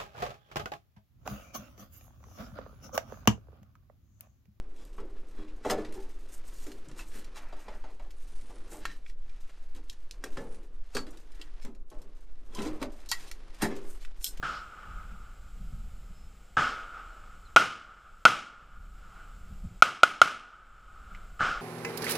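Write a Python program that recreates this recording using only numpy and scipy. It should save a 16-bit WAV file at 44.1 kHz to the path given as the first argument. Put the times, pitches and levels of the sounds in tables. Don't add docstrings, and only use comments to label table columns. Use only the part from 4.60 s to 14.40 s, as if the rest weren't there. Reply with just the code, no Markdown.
import sys
import numpy as np
from scipy import signal
from scipy.fft import rfft, irfft
from scipy.io import wavfile

SR = 44100
rng = np.random.default_rng(int(sys.argv[2]) if len(sys.argv) > 2 else 0)


def master_out(mix):
    frames = np.transpose(np.atleast_2d(mix))
    ceiling = np.clip(frames, -1, 1)
    pcm = np.round(ceiling * 32767).astype(np.int16)
    wavfile.write(sys.argv[1], SR, pcm)


N = 432180
TIME = np.arange(N) / SR

# start_s, level_db, judder_s, best_excited_hz, strong_modes_db,
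# hand_damping_db_per_s, tick_db (against the blow)
BLOWS = [(0.383, -48, 0.048, 342, -12.5, -4, -37), (0.78, -48.5, 0.037, 258, -3, 21, -27),
         (1.049, -42, 0.014, 686, -11, 60, -6), (1.055, -37, 0.013, 520, -3, 65, -10.5),
         (1.099, -32.5, 0.027, 610, -4, 35, -8), (1.178, -39, 0.02, 400, -12, 45, -16),
         (1.358, -54.5, 0.025, 406, 13, -4, -30), (2.066, -48, 0.022, 335, -12, 33, -16),
         (2.285, -60, 0.014, 240, 10, 10, -6), (2.545, -54.5, 0.017, 300, -4.5, 31, -14),
         (3.896, -57, 0.014, 800, -19, 37, -5), (4.119, -52, 0.042, 745, -3, 21, -4),
         (5.161, -59.5, 0.014, 312, -21, 26, -2), (5.64, -49.5, 0.0073, 390, -19, 50, -2.5),
         (5.771, -43, 0.012, 388, -12.5, 1, -10), (6.352, -38.5, 0.0088, 330, -14, 64, -5),
         (6.467, -54, 0.0098, 373, -17, 45, -5), (6.529, -60, 0.013, 340, -15, 43, -0.5),
         (6.796, -59.5, 0.012, 345, -10, 62, -3), (7.047, -48.5, 0.021, 347, -15.5, 39, -11),
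         (7.315, -54.5, 0.0062, 727, -15.5, 13, -11), (7.985, -38, 0.04, 292, -14, 30, -10),
         (8.058, -37, 0.0095, 370, -6, 25, -17), (8.216, -37.5, 0.012, 473, -14.5, 57, -7),
         (9.022, -33, 0.012, 235, 17, 5, -2.5), (9.107, -40, 0.0067, 270, 8, 25, -14)]
# time_s, level_db
ARM_MOTION = [(0.0, -68.5), (1.0, -63.5), (1.1, -52.5), (1.6, -62), (2.05, -58.5), (2.15, -59), (3.05, -61),
              (3.4, -65.5), (4.2, -57.5), (4.55, -70.5), (4.7, -63), (5.5, -64), (5.75, -60), (6.05, -68.5),
              (6.3, -64), (6.4, -59), (6.55, -63.5), (7.0, -59), (7.25, -82.5), (7.35, -67.5), (7.9, -66),
              (8.0, -58), (8.35, -59.5), (8.65, -52), (8.75, -59.5), (9.05, -53.5), (9.6, -61.5),
              (9.79, -57)]
ROCK_HZ, ROCK_TILT_DB = 705, -8.5


def cabinet():
    # pitch_hz, level_db, t60_s
    panel_modes = [(97, -15, .4), (129, -14, .6), (172, -12, .3), (219, -4, .5), (268, -9, .3),
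                   (308, -1, .7), (366, -10, .7), (398, -2, .55), (478, -5, .45), (551, -10, .6),
                   (604, -8, .55), (702, -11, .35), (758, -8, .35), (866, -7, .33), (1190, -15, .28),
                   (1325, -13, .25), (1737, -8, .25), (2073, -11, .22)]
    # frequency_hz, density_db
    panel_colour = [(50, -4), (100, -3), (160, -3.5), (220, 0.5), (320, 4), (480, 0.5), (650, -8.5),
                    (900, -12), (1200, -11.5), (1900, -21), (2700, -22), (6000, -45), (14000, -64)]
    # frequency_hz, t60_s
    panel_decay = [(150, 0.62), (400, 0.37), (1000, 0.59), (2700, 0.07), (8000, 0.062)]
    # time_s, level_db
    hand_drag = [(0.0, -60), (1.05, -59), (1.15, -46.5), (1.55, -62), (1.95, -63), (2.35, -58.5),
                 (3.6, -68), (4.2, -58), (4.4, -68.5), (5.4, -72.5), (5.85, -52.5), (6.2, -67.5),
                 (6.35, -99), (6.4, -50.5), (6.6, -67), (7.3, -69), (7.4, -57.5), (7.65, -71), (7.85, -65),
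                 (8.05, -38.5), (8.35, -66), (8.85, -63), (9.0, -65), (9.1, -39), (9.45, -74), (9.79, -63)]
    strokes = [(s + lag_s, db + return_db, 0.012, ROCK_HZ, -4.5, 96)
               for s, db in rocking()
               for lag_s, return_db in ((0, 0), (0.068, -10.5))]
    out, t = np.zeros((2, N)), TIME[:SR // 4]
    for s, db, judder_s, best_hz, strong_db, damping, *_ in list(BLOWS) + strokes:
        slips = (rng.random(len(t)) < 500 / SR) * rng.standard_normal(len(t))
        slips *= np.exp(-(t / judder_s) ** 2)
        push = from_db(-4) * slips / (np.linalg.norm(slips) + 1e-9)
        push[0] += 1 / (1 + judder_s / 0.02)
        strong = from_db(strong_db) * ringing(favoured(panel_modes, best_hz), spread_db=0.5)
        weak = dying_noise(favoured(panel_colour, best_hz), panel_decay)
        boom = convolve(push, (strong + weak) * from_db(-max(damping, 0) * TIME[:SR]))
        add(out, s, from_db(db - 0.5) * boom / np.std(boom[:, :SR // 10]))
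    drag = from_db(in_time(hand_drag)) * grain(depth_db=1.5, per_s=60)
    return out + drag * noise(panel_colour)


def thuds(rise_s=0.0022):
    # start_s, level_db, t60_s
    shoves = [(1.139, -47, 0.49), (2.27, -48, 0.5), (4.269, -54, 0.42), (5.148, -49.5, 0.19),
              (5.775, -46, 0.2), (7.401, -57.5, 0.57), (7.998, -63, .33), (9.023, -27.5, 0.2)]
    # frequency_hz, density_db
    colour = [(40, -18), (70, -12), (120, -7), (220, -12.5), (330, -6), (700, -82), (3000, -91)]
    out, t = np.zeros((2, N)), TIME[:SR // 2]
    for s, db, t60 in shoves:
        add(out, s, from_db(db - 60 * t / t60) * (1 - np.exp(-t / rise_s)) * noise(colour, len(t)))
    return out


def clicks(crack_s=0.000078, contact_s=0.00028):
    # start_s, level_db, lowest_hz, tilt_db_per_octave, t60_s
    snaps = [(0.2514, -51, 3960, 0, 0.012), (0.381, -49, 960, -12.5, 0.21), (1.049, -34.5, 740, -12, 0.086),
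             (1.056, -27, 506, -21, 0.085), (1.098, -25.5, 900, -10.5, 0.071),
             (1.248, -48.5, 1520, -7, 0.097), (1.34, -55, 2000, 3, 0.18), (2.067, -45, 1300, -1, 0.03),
             (2.117, -45, 1620, -4, 0.037), (2.286, -47, 6500, -13, 0.012), (2.314, -51.5, 1300, -4, 0.035),
             (2.391, -45, 1290, -5.5, 0.08), (4.2535, -27, 1500, -7.5, 0.03),
             (4.463, -45.5, 1660, -12, 0.02), (4.497, -51, 1900, -6, 0.034), (4.694, -59, 2000, -7, 0.05),
             (4.895, -55.5, 1400, -10, 0.06), (5.162, -55.5, 2500, -1, 0.066),
             (5.2978, -35.5, 2800, -3, 0.015), (5.5109, -29.5, 2440, -5, 0.0058),
             (5.640, -33, 1300, 0.5, 0.023), (5.7715, -37, 1090, -10, 0.045),
             (6.349, -35.5, 4470, -8, 0.056), (6.368, -25, 1070, -6, 0.031),
             (6.467, -49.5, 1500, -7.5, 0.03), (6.505, -56.5, 6000, -1, 0.072),
             (6.814, -41.5, 2400, -7.5, 0.039), (7.05, -40, 1500, -4, 0.013),
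             (7.301, -54, 3020, -0.5, 0.039), (7.417, -57, 1500, 2, 0.063), (7.9487, -41, 3070, -3, 0.043),
             (7.989, -35.5, 1510, -11, 0.025), (8.019, -42, 1500, -2, 0.092), (8.069, -45, 1400, -4, .04),
             (8.227, -28.5, 930, -6.5, 0.026), (8.4885, -40.5, 4080, -4, 0.25),
             (8.5145, -20, 4630, -6, 0.021), (8.516, -28, 957, -3, 0.07), (8.7138, -33, 1390, -2.5, 0.019),
             (9.019, -30.5, 900, 0.5, 0.14), (9.449, -40.5, 1230, -6.5, 0.024),
             (9.643, -17, 3000, 2, 0.014), (9.648, -35, 3500, -3, 0.02), (9.663, -34, 3200, -11, 0.042)]
    blow_ticks = [(s, db + tick_db, 1010, -5.5, 0.11) for s, db, *_, tick_db in BLOWS]
    hose_catches = [(s, db + 9.5, ROCK_HZ, ROCK_TILT_DB, 0.095) for s, db in rocking()]
    brushes = [(s, db, 1860, -2.5, 0.045) for s, db in touches()]
    out, t = np.zeros((2, N)), TIME[:SR // 5]
    rise = 1 - np.exp(-t / contact_s)
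    for s, db, lowest_hz, tilt_db, t60 in list(snaps) + blow_ticks + hose_catches + brushes:
        fall = from_db(-60 * t / t60) + np.exp(-t / crack_s)
        snap = rise * fall * noise(part_colour(lowest_hz, tilt_db, db), len(t))
        low_cut = signal.butter(2, lowest_hz / 2, "high", fs=SR, output="sos")
        add(out, s, from_db(db) * signal.sosfilt(low_cut, snap))
    return out


def pliers():
    # start_s, level_db
    hits = [(8.516, -30), (9.021, -39)]
    # pitch_hz, level_db, t60_s
    modes = [(1082, -6, .18), (1912, -3, .13), (2021, -6, .17), (2236, -10, .09), (2658, -7, .095),
             (4048, -17, .1), (4448, 0, .05), (4599, -2, .07), (4708, -5, .05), (5017, -4, .045),
             (6063, -3, .05), (7341, -10, .05), (12090, -16, .08)]
    return steel(hits, modes)


def clamps():
    # start_s, level_db
    twangs = [(9.6431, -38), (9.663, -47)]
    # pitch_hz, level_db, t60_s
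    twang_modes = [(1505, -18, .25), (4063, -3, .06), (4150, -3, .1), (5200, -2, .09), (5262, 3, .11),
                   (5305, -2, .1), (7580, -10, .15), (8247, -8, .13), (11400, -5, .12), (11850, -3, .1),
                   (12350, -5, .1)]
    # start_s, level_db
    slips = [(6.349, -43), (6.369, -45)]
    # pitch_hz, level_db, t60_s
    slip_modes = [(4340, -4, .08), (4457, 0, .14), (4662, -3, .15), (5500, -6, .05), (7400, -8, .06),
                  (8193, -12, .11), (8403, -9, .07)]
    return steel(twangs, twang_modes) + steel(slips, slip_modes)


def steel(hits, modes, twin_db=-9, detune=0.008):
    out, size = np.zeros((2, N)), SR // 3
    for s, db in hits:
        for hz, mode_db, t60 in modes:
            twin_hz = hz * (1 + detune * rng.standard_normal())
            pair = ringing([(hz, mode_db, t60), (twin_hz, mode_db + twin_db, t60)], spread_db=2.5)
            add(out, s, from_db(db) * pair[:size] * grain(depth_db=8, per_s=220, size=size))
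    return out


def loose_parts(wander=0.026):
    # start_s, level_db, pitch_hz, t60_s
    squeaks = [(1.108, -28.5, 5080, 0.045), (2.395, -43, 2610, 0.096), (4.297, -49.5, 1800, 0.19),
               (6.815, -42, 2890, .025), (6.822, -42, 3120, .02), (7.956, -43, 1019, 0.59),
               (7.962, -45, 3010, .15)]
    # start_s, level_db
    raps = [(4.2535, -31), (5.639, -39), (6.368, -40), (9.025, -36)]
    # pitch_hz, level_db, t60_s
    fitting_modes = [(1164, -9, 0.042), (1380, -2, .03), (1622, 5, 0.038), (1800, 1, 0.04)]
    # start_s, level_db
    bumps = [(1.354, -51), (1.378, -43.5)]
    # pitch_hz, level_db, t60_s
    hose_modes = [(385, 6, 0.24), (798, -10, 0.23), (866, -9, 0.29)]
    rings = list(squeaks)
    for hits, modes in (raps, fitting_modes), (bumps, hose_modes):
        rings += [(s, db + mode_db, hz, t60) for s, db in hits for hz, mode_db, t60 in modes]
    out, t = np.zeros((2, N)), TIME[:SR // 4]
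    for s, db, hz, t60 in rings:
        bend = np.interp(t * 250, np.arange(len(t)), rng.standard_normal(len(t)))
        tone = np.sin(2 * np.pi * np.cumsum(hz * (1 + wander * bend)) / SR)
        add(out, s, from_db(db - 60 * t / t60) * grain(depth_db=2.5, per_s=150, size=len(t)) * tone)
    return out


def rocking(start_s=2.768, period_s=0.157, strokes=5, middle_db=-53, fade_db=3.5):
    middle = (strokes - 1) / 2
    return [(start_s + k * period_s, middle_db - fade_db * abs(k - middle)) for k in range(strokes)]


def hose_grind():
    # peak_s, level_db, half_length_s
    grinds = [(2.84, -59, 0.072), (3.1, -61, 0.097)]
    # frequency_hz, density_db
    colour = [(300, -11), (650, 0), (1500, 3), (2500, -2.5), (4000, -31), (10000, -36)]
    return swells(grinds) * grain(depth_db=1, per_s=140) * noise(colour)


def scuffs():
    # peak_s, level_db, half_length_s, lowest_hz, tilt_db_per_octave
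    slides = [(0.205, -67, 0.028, 774, -2.5), (0.58, -69.5, 0.016, 1500, -9.5),
              (0.81, -64.5, 0.041, 1060, -8), (0.893, -66.5, 0.012, 2190, -8),
              (1.111, -37.5, 0.0083, 2600, -1), (1.122, -41.5, 0.022, 770, -10.5),
              (2.03, -63, 0.089, 1520, 2), (2.402, -56.5, 0.025, 674, -3.5), (2.565, -60, 0.043, 1340, -4),
              (2.776, -53, 0.015, 1100, -4), (4.148, -60, 0.013, 730, -17), (4.285, -59, 0.045, 1600, -8),
              (4.315, -70, 0.028, 1760, -34), (4.49, -69, 0.024, 2500, -3), (4.72, -77, 0.069, 1500, -5.5),
              (4.92, -73, 0.073, 1300, -6.5), (5.35, -81, 0.036, 2520, -1.5),
              (6.378, -58.5, 0.033, 1400, -0.5), (6.384, -50, 0.012, 870, -5.5),
              (6.81, -68, 0.059, 1600, -13), (7.03, -62, 0.011, 2000, -3.5), (7.99, -56.5, 0.041, 815, -3),
              (8.06, -51, 0.023, 800, -4), (8.6, -60.5, 0.04, 1700, -2), (8.685, -58.5, 0.013, 2500, -2),
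              (9.04, -38, 0.015, 1760, -33), (9.045, -41, 0.016, 744, -16),
              (9.432, -62.5, 0.02, 2030, -3.5), (9.663, -43.5, .026, 3800, 5.5)]
    skids = [(s + 0.017, db + tick_db - 5.5, 0.018, 690, -5.5) for s, db, *_, tick_db in BLOWS]
    rubs = [(s + 0.055, db - 6, 0.021, ROCK_HZ, ROCK_TILT_DB) for s, db in rocking()]
    out, t = np.zeros((2, N)), TIME[:2 * SR // 5]
    for s, db, half_s, lowest_hz, tilt_db in list(slides) + skids + rubs:
        lead_s = min(s, t[-1] / 2)
        swell = np.exp(-((t - lead_s) / half_s) ** 2 / 2) * grain(depth_db=2.5, per_s=400, size=len(t))
        friction = noise(part_colour(lowest_hz, tilt_db, db), len(t))
        add(out, s - lead_s, from_db(db + 3.5) * swell * friction)
    return out


def touches(count=40, above_rustle_db=2, spread_db=5):
    times = rng.uniform(0, N / SR, count)
    levels = in_time(ARM_MOTION, times) + above_rustle_db + spread_db * rng.standard_normal(count)
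    return zip(times, levels)


def rustle(gain_db=-3.5, creaks_per_s=35, creak_db=-7, creak_t60_s=0.18):
    # frequency_hz, density_db
    colour = [(300, 15), (800, 13), (1500, 12), (2500, 7.5), (5000, 3), (9200, -8), (11000, -0.5),
              (14500, -73)]
    catches = (rng.random(N) < creaks_per_s / SR) * rng.uniform(0, 1, N)
    bursts = convolve(catches, [from_db(-60 * TIME[:SR // 10] / creak_t60_s)])
    creaks = rms_one(bursts * noise(part_colour(lowest_hz=1300, tilt_db=0.27, level_db=-66)))
    slide = grain(depth_db=2.5, per_s=170) * noise(colour)
    return from_db(in_time(ARM_MOTION) + gain_db) * (slide + from_db(creak_db) * creaks)


def swishes():
    # peak_s, level_db, half_length_s
    sleeves = [(1.752, -52, 0.025), (1.885, -60, 0.014), (1.96, -60, 0.02), (2.03, -58, 0.016),
               (2.4, -56, 0.022), (2.49, -60.5, 0.015), (2.57, -54, 0.027), (4.128, -51.5, 0.016),
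               (4.175, -57.5, 0.037), (9.316, -55, .042)]
    # frequency_hz, density_db
    sleeve_colour = [(1000, -1), (4000, -8), (8000, 6), (11000, 2.5), (14500, -6)]
    # peak_s, level_db, half_length_s
    gloves = [(3.62, -70.5, 0.066), (3.79, -64, 0.054), (3.94, -68, 0.041), (4.04, -72, 0.037),
              (5.83, -73, 0.03), (5.94, -65.5, 0.055)]
    # frequency_hz, density_db
    glove_colour = [(1000, -5), (4000, -5), (8000, -2), (9600, 4), (10600, 3), (11800, -25), (14500, -19)]
    scratch = grain(depth_db=4, per_s=1200) * grain(depth_db=3, per_s=70)
    return scratch * (swells(sleeves) * noise(sleeve_colour) + swells(gloves) * noise(glove_colour))


def room(x, wet_db=-5.5, build_s=0.0006):
    # frequency_hz, density_db
    colour = [(200, -19), (2000, 2.5), (6000, 6.5), (14000, 7)]
    # frequency_hz, t60_s
    decay = [(200, 0.68), (2000, 0.11), (6000, 0.11), (14000, 0.079)]
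    tail = dying_noise(colour, decay) * (1 - np.exp(-TIME[:SR] / build_s))
    return from_db(wet_db) * convolve(x, tail / np.linalg.norm(tail[0]))


def room_tone():
    # frequency_hz, density_db
    rumble = [(3, 0.5), (8, 4), (14, -6.5), (20, -5.5), (30, -12.5), (45, -22), (65, -46), (100, -42.5),
              (200, -85)]
    # frequency_hz, density_db
    hiss = [(60, 15.5), (150, -0.5), (350, -5.5), (600, -10), (1500, -19), (4000, -39), (9000, -45),
            (14000, -48)]
    return from_db(-35) * noise(rumble) + from_db(-67.5) * noise(hiss)


def noise(colour, size=N):
    # frequency_hz, side_minus_mid_db
    width = [(30, -39), (100, -27), (300, -29), (1000, -20), (4000, -15), (8000, -13), (10500, -10),
             (13000, -5)]
    hz = np.fft.rfftfreq(size, 1 / SR)
    mid, side = rfft(rng.standard_normal((2, size))) * from_db(at_hz(colour, hz))
    side = side * from_db(at_hz(width, hz))
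    return rms_one(irfft(np.array([mid + side, mid - side]), size))


def part_colour(lowest_hz, tilt_db, level_db, ripple_db=2.8):
    hz = np.geomspace(100, 16000, 150)
    octaves = np.log2(hz / lowest_hz)
    slope = np.where(octaves < 0, 26, tilt_db) * octaves
    softness = -0.23 * max(18.5 - level_db, 0) * np.maximum(np.log2(hz / 9500), 0)
    return np.c_[hz, slope + softness + ripple_db * rng.standard_normal(len(hz))]


def favoured(rows, best_hz, focus_db=8.5, octaves=0.66):
    rows = np.array(rows, float)
    rows[:, 1] += focus_db * np.exp(-(np.log2(rows[:, 0] / best_hz) / octaves) ** 2)
    return rows


def dying_noise(colour, t60s):
    t, hz = TIME[:SR], np.fft.rfftfreq(SR, 1 / SR)
    spectrum, centres = rfft(noise(colour, SR)), np.geomspace(100, 12800, 8)
    bands = [at_hz(np.c_[centres, one], hz) for one in np.eye(len(centres))]
    return sum(irfft(spectrum * band, SR) * from_db(-60 * t / at_hz(t60s, centre))
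               for centre, band in zip(centres, bands))


def ringing(modes, spread_db):
    out, t = np.zeros(SR), TIME[:SR]
    for k, (hz, db, t60) in enumerate(modes):
        envelope = from_db(db + spread_db * rng.standard_normal() - 60 * t / t60)
        out += (-1) ** k * envelope * np.sin(2 * np.pi * hz * t)
    return out


def grain(depth_db, per_s, size=N):
    steps = np.clip(rng.standard_normal(size), -2, 2)
    return rms_one(from_db(depth_db * np.interp(TIME[:size] * per_s, np.arange(size), steps)))


def swells(rows):
    return sum(from_db(db) * np.exp(-((TIME - s) / half_s) ** 2 / 2) for s, db, half_s in rows)


def in_time(curve, times=TIME):
    return np.interp(times, *np.transpose(curve))


def at_hz(points, hz):
    known_hz, values = np.transpose(points)
    return np.interp(np.log(hz + 1e-9), np.log(known_hz), values)


def from_db(db):
    return 10 ** (np.asarray(db) / 20)


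def rms_one(x):
    return x / np.sqrt(np.mean(x ** 2) + 1e-20)


def add(out, s, sound):
    start = max(round(s * SR), 0)
    part = sound[..., :N - start]
    out[..., start:start + part.shape[-1]] += part


def convolve(x, response):
    return signal.fftconvolve(np.atleast_2d(x), response, axes=-1)[:, :N]


def scene():
    parts = clicks() + scuffs() + hose_grind() + loose_parts() + pliers() + clamps()
    background = room_tone()
    cloth = rustle() + swishes()
    return cabinet() + thuds() + parts + room(parts) + cloth + background


def record(dry, dip_hz=10250, dip_share=0.62, dip_q=9, cutoff_hz=14500):
    notched = signal.lfilter(*signal.iirnotch(dip_hz, dip_q, fs=SR), dry)
    coloured = dry + dip_share * (notched - dry)
    return signal.sosfilt(signal.ellip(10, .1, 90, cutoff_hz, fs=SR, output="sos"), coloured)


dry = scene()
out = record(dry)
master_out(out)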